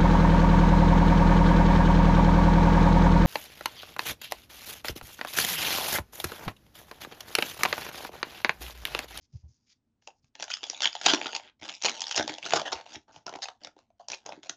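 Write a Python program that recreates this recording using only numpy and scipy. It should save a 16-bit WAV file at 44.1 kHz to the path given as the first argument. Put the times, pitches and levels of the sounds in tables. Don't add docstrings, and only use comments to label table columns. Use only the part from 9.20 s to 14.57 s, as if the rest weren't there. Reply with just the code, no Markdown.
import sys
import numpy as np
from scipy import signal
from scipy.fft import rfft, irfft
from scipy.io import wavfile
from scipy.ndimage import uniform_filter1d

SR = 44100
rng = np.random.default_rng(int(sys.argv[2]) if len(sys.argv) > 2 else 0)


def inscribe(sig):
    pcm = np.round(np.clip(np.atleast_2d(sig).T, -1, 1) * 32767)
    wavfile.write(sys.argv[1], SR, pcm.astype(np.int16))


N = 236640
TIME = np.arange(N) / SR


def amp(db):
    return 10 ** (np.asarray(db) / 20)


def evened(x):
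    return x / np.sqrt(np.mean(x ** 2) + 1e-20)


def read(points, hz):
    f, value = np.transpose(points)
    return np.interp(np.log(hz + 1), np.log(f + 1), value)


def add(mix, s, sound):
    part = mix[max(round(s * SR), 0):][:len(sound)]
    part += sound[:len(part)]


def colour(x, points, size=2048):
    log_gain = np.log(amp(read(points, abs(np.fft.fftfreq(size, 1 / SR)))))
    taps = np.fft.ifft(np.exp(np.conj(signal.hilbert(log_gain)))).real
    return signal.fftconvolve(x, taps[:size // 2])


FACET_RISE_S = 0.00045


def facet(ring_s, share, size=512):
    t, bins = np.arange(size) / SR, np.arange(size + 1)
    envelope = np.exp(-t / ring_s) * (1 - np.exp(-t / FACET_RISE_S))
    z = rfft(rng.standard_normal(size) * envelope, 2 * size)
    total, reach = np.cumsum(abs(z) ** 2), share * bins + 2
    above, below = np.interp(bins + reach, bins, total), np.interp(bins - reach, bins, total)
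    power = (above - below) / (2 * reach)
    log_gain = -np.log(np.r_[power, power[-2:0:-1]] + 1e-12) / 2
    flatten = np.exp(np.conj(signal.hilbert(log_gain)))[:size + 1]
    return irfft(z * flatten)[:size]


def crackle(per_s, spread_db, ring_s, count=24):
    size_db = spread_db * np.minimum(rng.exponential(1, N), 4)
    clicks = (rng.random(N) < per_s / SR) * amp(size_db)
    clicks /= np.sqrt(abs(uniform_filter1d(clicks ** 2, size=700)) + 1e-4)
    which = rng.integers(0, count, N)
    return sum(signal.oaconvolve(clicks * (which == k), facet(ring_s, share=0.36))[:N] for k in range(count))


RING_HALF_WIDTH = 0.13


def ringing(points, hz, db):
    f = np.geomspace(20, 20000, 300)
    return np.c_[f, read(points, f) + db / (1 + ((f / hz - 1) / RING_HALF_WIDTH) ** 2)]


def stroke(start, end, attack_s, sag_db_per_s, release_s):
    held = np.clip(TIME - start, 0, end - start)
    release = np.exp(-np.maximum(TIME - end, 0) / release_s)
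    return np.minimum(held / attack_s, 1) * amp(-sag_db_per_s * held) * release


# [start t/s, end t/s, level/dB, resonance f/Hz, rasp lift/dB]
BRUSHES = [(.008, 0.058, -67, 5400, -2), (0.084, 0.286, -84, 5040, -1), (0.12, 0.172, -68.5, 4830, -2),
           (0.156, 0.219, -74, 5000, -2), (0.278, 0.371, -70.5, 6140, -7), (0.368, 0.463, -79, 5170, -4),
           (0.462, 0.494, -66.5, 4720, 4), (0.493, 0.529, -58.5, 4700, 3.5), (0.814, 0.88, -69.5, 5700, 0),
           (0.95, 0.997, -78, 5200, -8), (1.02, 1.086, -76, 5040, 0), (3.782, 3.832, -71, 5480, 9),
           (3.916, 3.984, -58.5, 5650, 3), (3.98, 4.033, -73.5, 5600, 6)]
# [f/Hz, level/dB]
HISS = [(300, -48), (900, -30), (2200, -17.5), (3100, -18), (4000, -12.5), (5000, -4.5), (7000, -4.5)]
# [f/Hz, share of the rasp lift]
RASP = [(1000, 0.074), (1800, 0.69), (3400, 1), (4600, 0)]
BRUSH_ATTACK_S, BRUSH_RISE_DB_PER_S, BRUSH_RELEASE_S = 0.0099, 6, 0.0043
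BRUSH_RING_DB = 3


def slide():
    out, grains = np.zeros(N), crackle(per_s=2000, spread_db=2.5, ring_s=0.0004)
    for start, end, db, hz, rasp_db in BRUSHES:
        f, tone_db = ringing(HISS + [(9000, -15.5)], hz, BRUSH_RING_DB).T
        hiss = colour(grains, np.c_[f, tone_db + rasp_db * read(RASP, f)])[:N]
        gain = stroke(start, end, BRUSH_ATTACK_S, -BRUSH_RISE_DB_PER_S, BRUSH_RELEASE_S)
        out += amp(db) * evened(hiss) * gain
    return out


# [t/s, level/dB before a 3 dB lift of the swing, f/Hz]
BUMPS = [(0.029, -64, 72.6), (0.142, -41, 127), (0.158, -31, 104), (0.245, -40, 87.5), (0.26, -44, 93.5),
         (0.295, -51, 113), (.312, -54, 109), (1.046, -57, 126), (1.433, -48, 370), (1.502, -50.5, 337),
         (1.938, -19.5, 310), (1.991, -39.5, 317.3), (2.022, -44, 285), (2.061, -38.5, 276),
         (2.424, -56, 90.5), (2.43, -45.5, 246.7), (3.047, -36, 263), (3.1, -36.5, 326),
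         (3.533, -41.5, 260), (3.557, -50.5, 74.5), (3.766, -45, 300), (3.77, -50, 102), (3.976, -51, 122),
         (4.163, -43.5, 313), (4.568, -54.5, 350), (4.936, -61, 285), (5.094, -63, 100),
         (5.179, -45.5, 310)]
# [f/Hz, relative level/dB]
RUB = [(60, -14.5), (140, 11), (330, -17.5), (800, -29), (2500, -47.5), (6000, -36)]
BUMP_CYCLES = 0.8
RUB_DB, RUB_S, RUB_LIMIT_DB = -20, 0.017, -37.5


def bumps():
    out, rub = np.zeros(N), evened(colour(rng.standard_normal(N), RUB)[:N])
    for s, db, hz in BUMPS:
        t = TIME - s
        swing = np.exp(-(t * hz / BUMP_CYCLES) ** 2) * np.sin(2 * np.pi * hz * t)
        out += amp(db + 3.0) * swing
        out += amp(min(db, RUB_LIMIT_DB) + RUB_DB) * np.exp(-(t / RUB_S) ** 2) * rub
    return out


# [f/Hz, t60/s]
ROOM_T60 = [(90, 0.098), (220, 0.17), (700, 0.18), (2000, 0.12), (7000, 0.15)]
# [f/Hz, level/dB]
ROOM_DB = [(100, -6), (300, -5), (800, -9), (1500, -7), (3000, -11), (7000, -12.5)]


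def walls(t):
    sparse = rng.random(len(t)) < 5000 / SR
    taps = rng.standard_normal(len(t)) * sparse * np.clip((t - 0.002) / 0.006, 0, 1)
    hz, at, z = signal.stft(taps, SR, nperseg=256)
    decay = amp(-60 * at / read(ROOM_T60, hz)[:, None])
    tail = signal.istft(z * decay, SR, nperseg=256)[1]
    return colour(tail / np.linalg.norm(tail), ROOM_DB)[:len(t)]


# [f/Hz, level/dB, t60/s]
TABLE_MODES = [(325, -8, .1), (489, -9, .1), (618, -8, .13), (734, -8.5, .12), (820, -14, .12),
               (905, -6, .14), (1421, -7, .1), (2750, -14, .12), (2900, -12, .12)]
POSITION_S = 0.17


def surroundings(x, count=4):
    t, ring = np.arange(SR // 2) / SR, 0
    for hz, db, t60 in TABLE_MODES:
        unit_peak = 2 * np.log(1000) / (t60 * SR)
        ring = ring + amp(db) * unit_peak * amp(-60 * t / t60) * np.sin(2 * np.pi * hz * t)
    out = signal.fftconvolve(x, ring)[:N]
    place = TIME / POSITION_S
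    for k in range(count):
        away = abs((place - k) % count - count / 2)
        out += signal.fftconvolve(x * np.cos(np.pi / 2 * np.minimum(away, 1)), walls(t))[:N]
    return out


FOIL_HZ = [120, 300, 680, 1300, 2100, 3500, 5000]


def foil_tone(thud_db, pop_db, bright_db):
    low_db = [thud_db - 40, thud_db - 16, thud_db]
    return list(zip([20] + FOIL_HZ, low_db + [pop_db, min(0.18 * pop_db, 9), 0, 0, bright_db]))


# [t/s, effort level/dB, panel flex/dB]
SPLIT = [(1.14, -85, 2.5), (1.213, -40.5, 0.5), (1.26, -61, -10), (1.318, -34, -19), (1.41, -54, -7),
         (1.45, -44, -8), (1.65, -43, -6), (1.788, -48.5, -11.5), (1.867, -23, -1.5), (1.928, -26.5, 0.5),
         (1.947, -30.5, -11.5), (1.98, -40.5, 5), (2.15, -43.5, -3), (2.209, -58, -3), (2.26, -58.5, 12),
         (2.31, -98, -21)]
# [t/s, effort level/dB, panel flex/dB]
PEEL = [(2.393, -66, 5.5), (2.428, -41.5, 4), (2.554, -42.5, -9.5), (2.596, -58, -21), (2.651, -29.5, 4.5),
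        (2.729, -37.5, -1.5), (2.929, -43.5, -13), (3.002, -29, 13.5), (3.06, -48, -3.5),
        (3.09, -34.5, 5.5), (3.21, -57, 0.5), (3.26, -32, 1), (3.295, -42, -0.5), (3.347, -29, 7.5),
        (3.44, -47.5, 8), (3.55, -49, 3.5), (3.645, -59.5, 1), (3.749, -42, 1.5), (3.862, -114, 5)]
# [start t/s, end t/s, level/dB, panel flex/dB]
CRINKLES = [(3.873, 3.905, -64, 18), (3.93, 3.973, -60.5, 15.5), (4.055, 4.179, -54.5, 13.5),
            (4.199, 4.307, -53, -17), (4.4, 4.445, -59.5, 3), (4.421, 4.457, -56, 13.5),
            (4.56, 4.609, -65.5, 2), (4.78, 4.838, -66.5, -1.5), (4.893, 4.934, -43, 0),
            (4.96, 4.985, -54, -15), (5.044, 5.16, -53.5, 12.5), (5.223, 5.267, -49.5, 0.5)]


def flex(s):
    grips = [(at, bend) for start, end, _, bend in CRINKLES for at in (start, end)]
    pulls = [(at, bend) for at, _, bend in SPLIT + PEEL]
    return np.interp(s, *np.transpose(sorted(grips + pulls)))


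THUD_DB, THUD_PER_POP = -8.5, 0.13


def thud_of(s, pop_db):
    return THUD_DB + flex(s) + THUD_PER_POP * pop_db


# [t/s, level/dB, hollow pop re level/dB, bright edge re level/dB,
# crease ring f/Hz, ring height/dB]
SNAPS = [(0.8228, -37.5, -9, -7, 1800, 10), (0.8747, -22.5, 21.5, 17, 2640, 19.2),
         (0.9038, -38.5, 18, -15, 2670, 17), (1.0446, -42, 8, 10, 2300, 7.7),
         (1.1536, -17, -3, 4.5, 2090, 8.4), (1.199, -13.5, 6.5, -8, 5900, 23),
         (1.2062, -15.5, 1, 1.5, 5940, 10), (1.2251, -12.5, 13.5, 19, 3440, 13),
         (1.2289, -4.5, 3, -3, 1400, 5.4), (1.2409, -14.5, 1, 15, 1520, 7.8),
         (1.2806, -15.5, 8, -15, 1370, 9), (1.3029, -9, 2, 8.5, 1480, 17), (1.3097, -9.5, -7, 9, 1560, 15),
         (1.3144, -15.5, -18.0, 12.5, 2550, 21), (1.3388, -3.5, -16, 1, 5200, 17.8),
         (1.3702, -10.5, -13, 3, 1360, 6.2), (1.4322, -8, 0.5, 3.5, 3570.0, 6.1),
         (1.4395, -9.5, 5.5, 9, 3350, 16.5), (1.4683, -24, 12, 16, 3190, 9),
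         (1.4994, -7.5, -2, 13.5, 5620, 8.8), (1.5328, -25.5, 21.5, 11, 3120.0, 10),
         (1.5465, -26, -18, -2, 3650, 30.5), (1.6057, -4.5, -0.5, 4, 3370, 11.6),
         (1.6207, 1.5, -4.5, 10, 3800, 6.6), (1.6561, 12, -17, -7, 3100, 7.2),
         (1.6739, -3, -10, 3.5, 3230, 18), (1.681, -17.5, -5.5, 5, 2910.0, 13),
         (1.7294, -11, -16, -9.5, 5060, 23), (1.7526, -7.5, 14, 6, 3370, 6.8),
         (1.7652, -19, 9, -1.5, 3520, 21), (1.787, -26.5, -5.5, 0, 3450, 10),
         (1.814, -6, -0.5, 3.5, 1440, 12.3), (1.8623, 14, -13, -12.5, 6930, 23.2),
         (1.8664, 5, 12.5, -0.5, 3830, 13), (1.9159, -3.5, 11, 9, 3340.0, 16),
         (1.9363, 10, 6, 0, 5350, 6.1), (1.9454, 4, -3.5, 2.5, 1280.0, 3.7), (1.975, -17, 0, 2, 2930, 22),
         (2.0147, -2, 4, -9, 2370.0, 10.2), (2.0328, -11, -1, 1, 3020, 8), (2.0447, -10.5, 0, 2, 2740, 8.3),
         (2.059, -3, 2, -10, 1470, 15), (2.0674, -4, -1, 2, 3870, 11.5), (2.0905, -15.5, 7, -8, 1420, 19),
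         (2.1311, -7.5, 9, -4, 3000, 8.1), (2.1504, -0.5, -7.5, 2.5, 5030, 11.3),
         (2.1635, -3.5, -1, 10.5, 2710, 9.6), (2.198, -18, 11, -13, 2380, 9.5),
         (2.4236, -16, -1, -10, 2100, 12), (2.454, -12.5, 3, 3, 2710, 7.2),
         (2.4897, -8.5, -9, 0, 4240, 14.5), (2.4948, -3, -17, -0.5, 2940, 8.4),
         (2.542, -29.5, -16, 14, 3380, 15), (2.5505, -25.5, -21, 11, 4900, 16),
         (2.6169, -22, 5, 13, 3520, 12), (2.623, -10, -9, 10.5, 6160.0, 7.6),
         (2.6372, -5, -9, 13, 2520, 7.1), (2.6468, 0, 4.5, 6, 5500, 5.2), (2.6845, 2.5, -3, -6, 2280, 11.5),
         (2.6954, -0.5, 1.5, 3, 6500, 9.9), (2.7493, -18, 9, -12, 4570, 12),
         (2.8065, -18, 2, 26.5, 3320, 16), (2.8187, -6.5, -3, 16, 3030, 13),
         (2.8408, -17, 15, 11, 3960, 21.4), (2.8691, -10, -2.5, 2, 5020.0, 16),
         (2.882, -15, 6.5, 11, 5380.0, 9.8), (2.8944, -15, 5, 12, 3270, 10),
         (2.912, 2.5, -6, -0.5, 6260, 9.6), (2.9243, -4.5, -18.5, 2, 5380.0, 11.5),
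         (2.9456, -14, 12.5, 12.5, 2980, 23), (2.9621, -13.5, -17, 26.5, 3340.0, 7.1),
         (2.9782, 5.5, -6.5, -2.5, 5380.0, 14), (3.0267, -21.5, 23, 21, 5760.0, 9.1),
         (3.0786, -2.5, 7, 9, 1200.0, 4.2), (3.0945, -5, 1.5, -6, 2200, 10.6),
         (3.1397, -15.5, 10, 11.5, 3550, 13), (3.1837, -15.5, 13.5, 11, 2910.0, 12.4),
         (3.228, -11, -24.5, -1.5, 2520, 20.3), (3.244, -19.5, 8, -13.5, 3560, 24),
         (3.2539, -15, 2, 7, 4090.0, 17), (3.2625, -6, 4, 8.5, 1470, 15),
         (3.2948, -20.5, 10, 18, 2720.0, 14), (3.3074, -0.5, -7, -1, 6650, 8.8),
         (3.3235, 4.5, -11.5, -14.5, 1470, 13.3), (3.3355, 6, 15.5, 5.5, 1370, 13),
         (3.363, 3, 1, 7.5, 1170, 6.9), (3.397, -2, 3, 5.5, 1200.0, 10), (3.4167, -11, 23, 8, 3600, 11),
         (3.529, -2.5, 7.5, 1.5, 5440, 17.7), (3.5548, -17, 5.5, -5, 3000, 7.4),
         (3.611, -17, 9.5, -3.5, 4300, 4.4), (3.6635, -23, 13.5, -1.5, 2860, 8.6),
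         (3.7048, -29, 7.5, 5, 3010, 8), (3.739, -24.5, -15, 10.5, 5770, 8.3),
         (3.7572, -14.5, 1.5, -3.5, 5720, 20), (3.962, -29, 25.5, 11.5, 2890, 19),
         (4.066, -13, 15, 3.5, 5540, 17), (4.0801, -19, 18, 9, 1350, 28), (4.0935, -16.5, 8, 12, 1190, 9),
         (4.1265, -21, 19, -3, 1210, 7), (4.1391, -18.5, 22, 5, 2300, 18.5),
         (4.1538, -14.5, 14.5, -9, 1120, 6.2), (4.1591, -21.5, 18, 13, 2670, 11),
         (4.1883, -26.0, 23, 5, 1200.0, 9), (4.256, -19, 19.5, 11, 2520, 22.6),
         (4.2857, -9, 11, -1, 1240, 9.1), (4.436, -33.5, 18, 18, 4640, 14),
         (4.4478, -17, 7, 14.5, 3460, 15.8), (4.4718, -18.5, -5, 7, 1400, 14.5),
         (4.5655, -42, 35, 1, 5020.0, 4.3), (4.5897, -33, 27, 9.5, 1182, 5.3),
         (4.7038, -49, 30.5, -6, 1170, 3.6), (4.8851, -18, 13, 21, 4380.0, 4.7),
         (4.901, -10, 3, 3, 5650, 13), (4.9183, -7.5, -1.5, -1.5, 5700, 21.4),
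         (4.9329, -15, 18, 5, 2500, 20.6), (4.9401, -15.5, -2, 4.5, 4320, 14),
         (4.9458, -13, -10, 3.5, 5600, 13.6), (5.0627, -13.5, 4.5, 5.5, 6430, 12),
         (5.0918, -21.5, 27.5, 0, 5300, 20), (5.1109, -44.5, 33, -8, 4760, 12),
         (5.1227, -14, 13.5, -3, 2340, 11), (5.232, -16, -21, -6.5, 6670, 14.3),
         (5.2956, -2.5, -9, 6, 6870, 10.3)]
LEAD_DB, CLICK_DB, FLUTTER_DB = -34, -5, -6


def snaps():
    out, lead = np.zeros(N), np.arange(-256, 0) / SR
    for s, db, pop_db, bright_db, ring_hz, ring_db in SNAPS:
        lead_noise = amp(LEAD_DB) * np.exp(lead / 0.0016) * rng.standard_normal(len(lead))
        flutter = amp(FLUTTER_DB) * facet(ring_s=0.0016, share=0.26)
        snap = np.r_[lead_noise, amp(CLICK_DB), flutter]
        tone = ringing(foil_tone(thud_of(s, pop_db), pop_db, bright_db), ring_hz, ring_db)
        add(out, s + lead[0], amp(db) * colour(snap, tone))
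    return out


# [start t/s, end t/s, level/dB before a 0.96 dB lift,
# hollow pop re level/dB, bright edge re level/dB, fold ring f/Hz, ring height/dB]
RIPS = [(0.88, 0.888, -61.5, 14, 4, 795, 21), (1.626, 1.652, -24, -7, 6, 3400, 1.8),
        (1.858, 1.873, -20, -21, 8.5, 3030, 11), (1.876, 1.913, -19.5, -0.5, 2, 3210, 6.8),
        (2.651, 2.668, -18.5, 1.5, 7, 5630, 0.84), (2.954, 2.98, -28.5, 6, 10, 6400, 3.3),
        (2.97, 3.005, -29.5, 2, 6, 1700, 3.3), (3.343, 3.361, -32.5, -14, 8, 1360, 6),
        (3.357, 3.379, -26.5, 8.5, 7, 1450, 7.2), (3.45, 3.492, -35.5, 10, 1, 1860, 13.5),
        (3.517, 3.539, -30.5, 6, 6, 1390, 9.6), (3.55, 3.608, -43.5, 14.5, -5, 1500, 4),
        (3.651, 3.729, -57.5, 17.5, 5.5, 2900, 2), (3.729, 3.747, -55, -4, 14, 5530, 3.8),
        (3.751, 3.76, -33, -16, -10, 4970, 3.1), (4.219, 4.248, -34, 1.5, 7.5, 4570, 9.5),
        (4.796, 4.817, -62, 32.5, 7, 4020, 3.8), (5.257, 5.273, -54, 20, 8, 2710, 4.3)]


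def rips():
    out, tears = np.zeros(N), crackle(per_s=1800, spread_db=3.2, ring_s=0.0008)
    for start, end, db, pop_db, bright_db, ring_hz, ring_db in RIPS:
        run = tears[round(start * SR):round(max(end, start + 0.004) * SR)]
        run = evened(run) * signal.windows.tukey(len(run), 0.25)
        tone = ringing(foil_tone(thud_of(start, pop_db), pop_db, bright_db), ring_hz, ring_db)
        add(out, start, amp(db + 0.96) * colour(run, tone))
    return out


GRIP_ATTACK_S, GRIP_SAG_DB_PER_S, GRIP_RELEASE_S = 0.014, 43, 0.026
SHOWER_DB, SHOWER_FALL_S = -29, 0.0073


def effort():
    power = np.zeros(N)
    for pull in SPLIT, PEEL:
        s, db, _ = np.transpose(pull)
        power += amp(np.interp(TIME, s, db)) ** 2 * (TIME > s[0]) * (TIME < s[-1])
    for start, end, db, _ in CRINKLES:
        grip = stroke(start, end, GRIP_ATTACK_S, GRIP_SAG_DB_PER_S, GRIP_RELEASE_S)
        power += (amp(db) * grip) ** 2
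    shower = np.exp(-TIME[:SR // 2] / SHOWER_FALL_S)
    for s, db, *_ in SNAPS:
        add(power, s, (amp(db + SHOWER_DB) * shower) ** 2)
    return np.sqrt(power)


POP_PER_FLEX, POP_DB = 0.9, -2.2


def handling():
    thud_db = flex(TIME)
    pop_db = POP_DB + POP_PER_FLEX * thud_db
    grains = effort() * crackle(per_s=540, spread_db=5.0, ring_s=0.0012)
    # f/Hz, level/dB
    thud_tone = [(20, -43.0), (110, 1.5), (230, 3.5), (420, -6.0), (700, -27.5), (1500, -59.5)]
    pop_tone = [(250, -38.5), (450, -6.0), (620, 5.0), (900, 4), (1100, -2.5), (1450, -1.5),
                (2200, -8.5), (4000, -49.0)]
    crack_tone = [(600, -47), (1600, -8.0), (3000, -0.5), (6500, 4.0)]
    thud = colour(grains * amp(thud_db), thud_tone)
    pop = colour(grains * amp(pop_db), pop_tone)
    crack = colour(grains, crack_tone)
    return (thud + pop + crack)[:N]


PATCH_RMS_DB, PATCH_FULL_FROM_HZ = 3.9, 800


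def changing_shape(x):
    z = signal.stft(x, nperseg=256, noverlap=192)[2]
    field = rng.standard_normal(z.shape)
    for _ in range(2):
        field = uniform_filter1d(uniform_filter1d(field, size=3, axis=0), size=30, axis=1)
    field -= uniform_filter1d(field, size=13, axis=0)
    depth = np.clip(np.fft.rfftfreq(256, 1 / SR) / PATCH_FULL_FROM_HZ, 0, 1)[:, None] ** 2
    gain = amp(PATCH_RMS_DB * depth * evened(field))
    return signal.istft(z * evened(gain), nperseg=256, noverlap=192)[1][:N]


# [start t/s, end t/s, mean level/dB, slip rate f/Hz]
JUDDERS = [(2.227, 2.296, -21.5, 145)]
# [f/Hz, level/dB]
JUDDER_TONE = [(200, -15), (800, -15), (1500, -4.5), (2600, -3), (3800, -4.5), (5000, -12), (7000, -16)]


def judders():
    out = np.zeros(N)
    for start, end, db, per_s in JUDDERS:
        for s in np.arange(start, end, 1 / per_s):
            late_s, size_db = rng.standard_normal(2) * [0.0008, 2.5]
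            slip = colour(facet(ring_s=0.0025, share=0.21), JUDDER_TONE)
            add(out, s + late_s, amp(db + size_db) * slip)
    return out


# [f/Hz, level/dB]
SEALED = [(50, -9.5), (130, -5.5), (230, 0)]
OPENS_S = [2.7, 3.0]


def opening(x):
    loose = np.interp(TIME, OPENS_S, [0, 1])
    return loose * x + (1 - loose) * colour(x, SEALED)[:N]


def scene():
    worked = changing_shape(rips() + handling())
    foil = opening(snaps() + judders() + worked) + slide()
    thumps = bumps()
    return (foil + thumps + surroundings(foil + amp(-2.5) * thumps))[None]


# [f/Hz, level/dB]
MIC = [(25, -17.5), (70, -3.5), (160, -7.5), (210, -7.5), (310, 2.5), (500, 1.5), (640, 3), (900, 6.5),
       (1130, -1), (1600, 0), (2200, 0.5), (3250, 4.5), (3900, -0.5), (6900, -6.5), (7600, -22),
       (9200, -47.5), (10000, -66.5)]
# [f/Hz, level/dB]
FLOOR = [(20, -67), (100, -56.5), (175, -65), (240, -57.5), (330, -68.5), (500, -76.5), (1000, -82),
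         (2000, -88), (7000, -93.5), (10000, -100)]
EDGE_HZ = 9566


def record(dry):
    heard = colour(dry[0], MIC)[:N] + colour(rng.standard_normal(N), FLOOR)[:N]
    lowpass = signal.firwin(255, EDGE_HZ, window=("kaiser", 7), fs=SR)
    return signal.oaconvolve(heard, lowpass, "same")[None]


dry = scene()
out = record(dry)
inscribe(out)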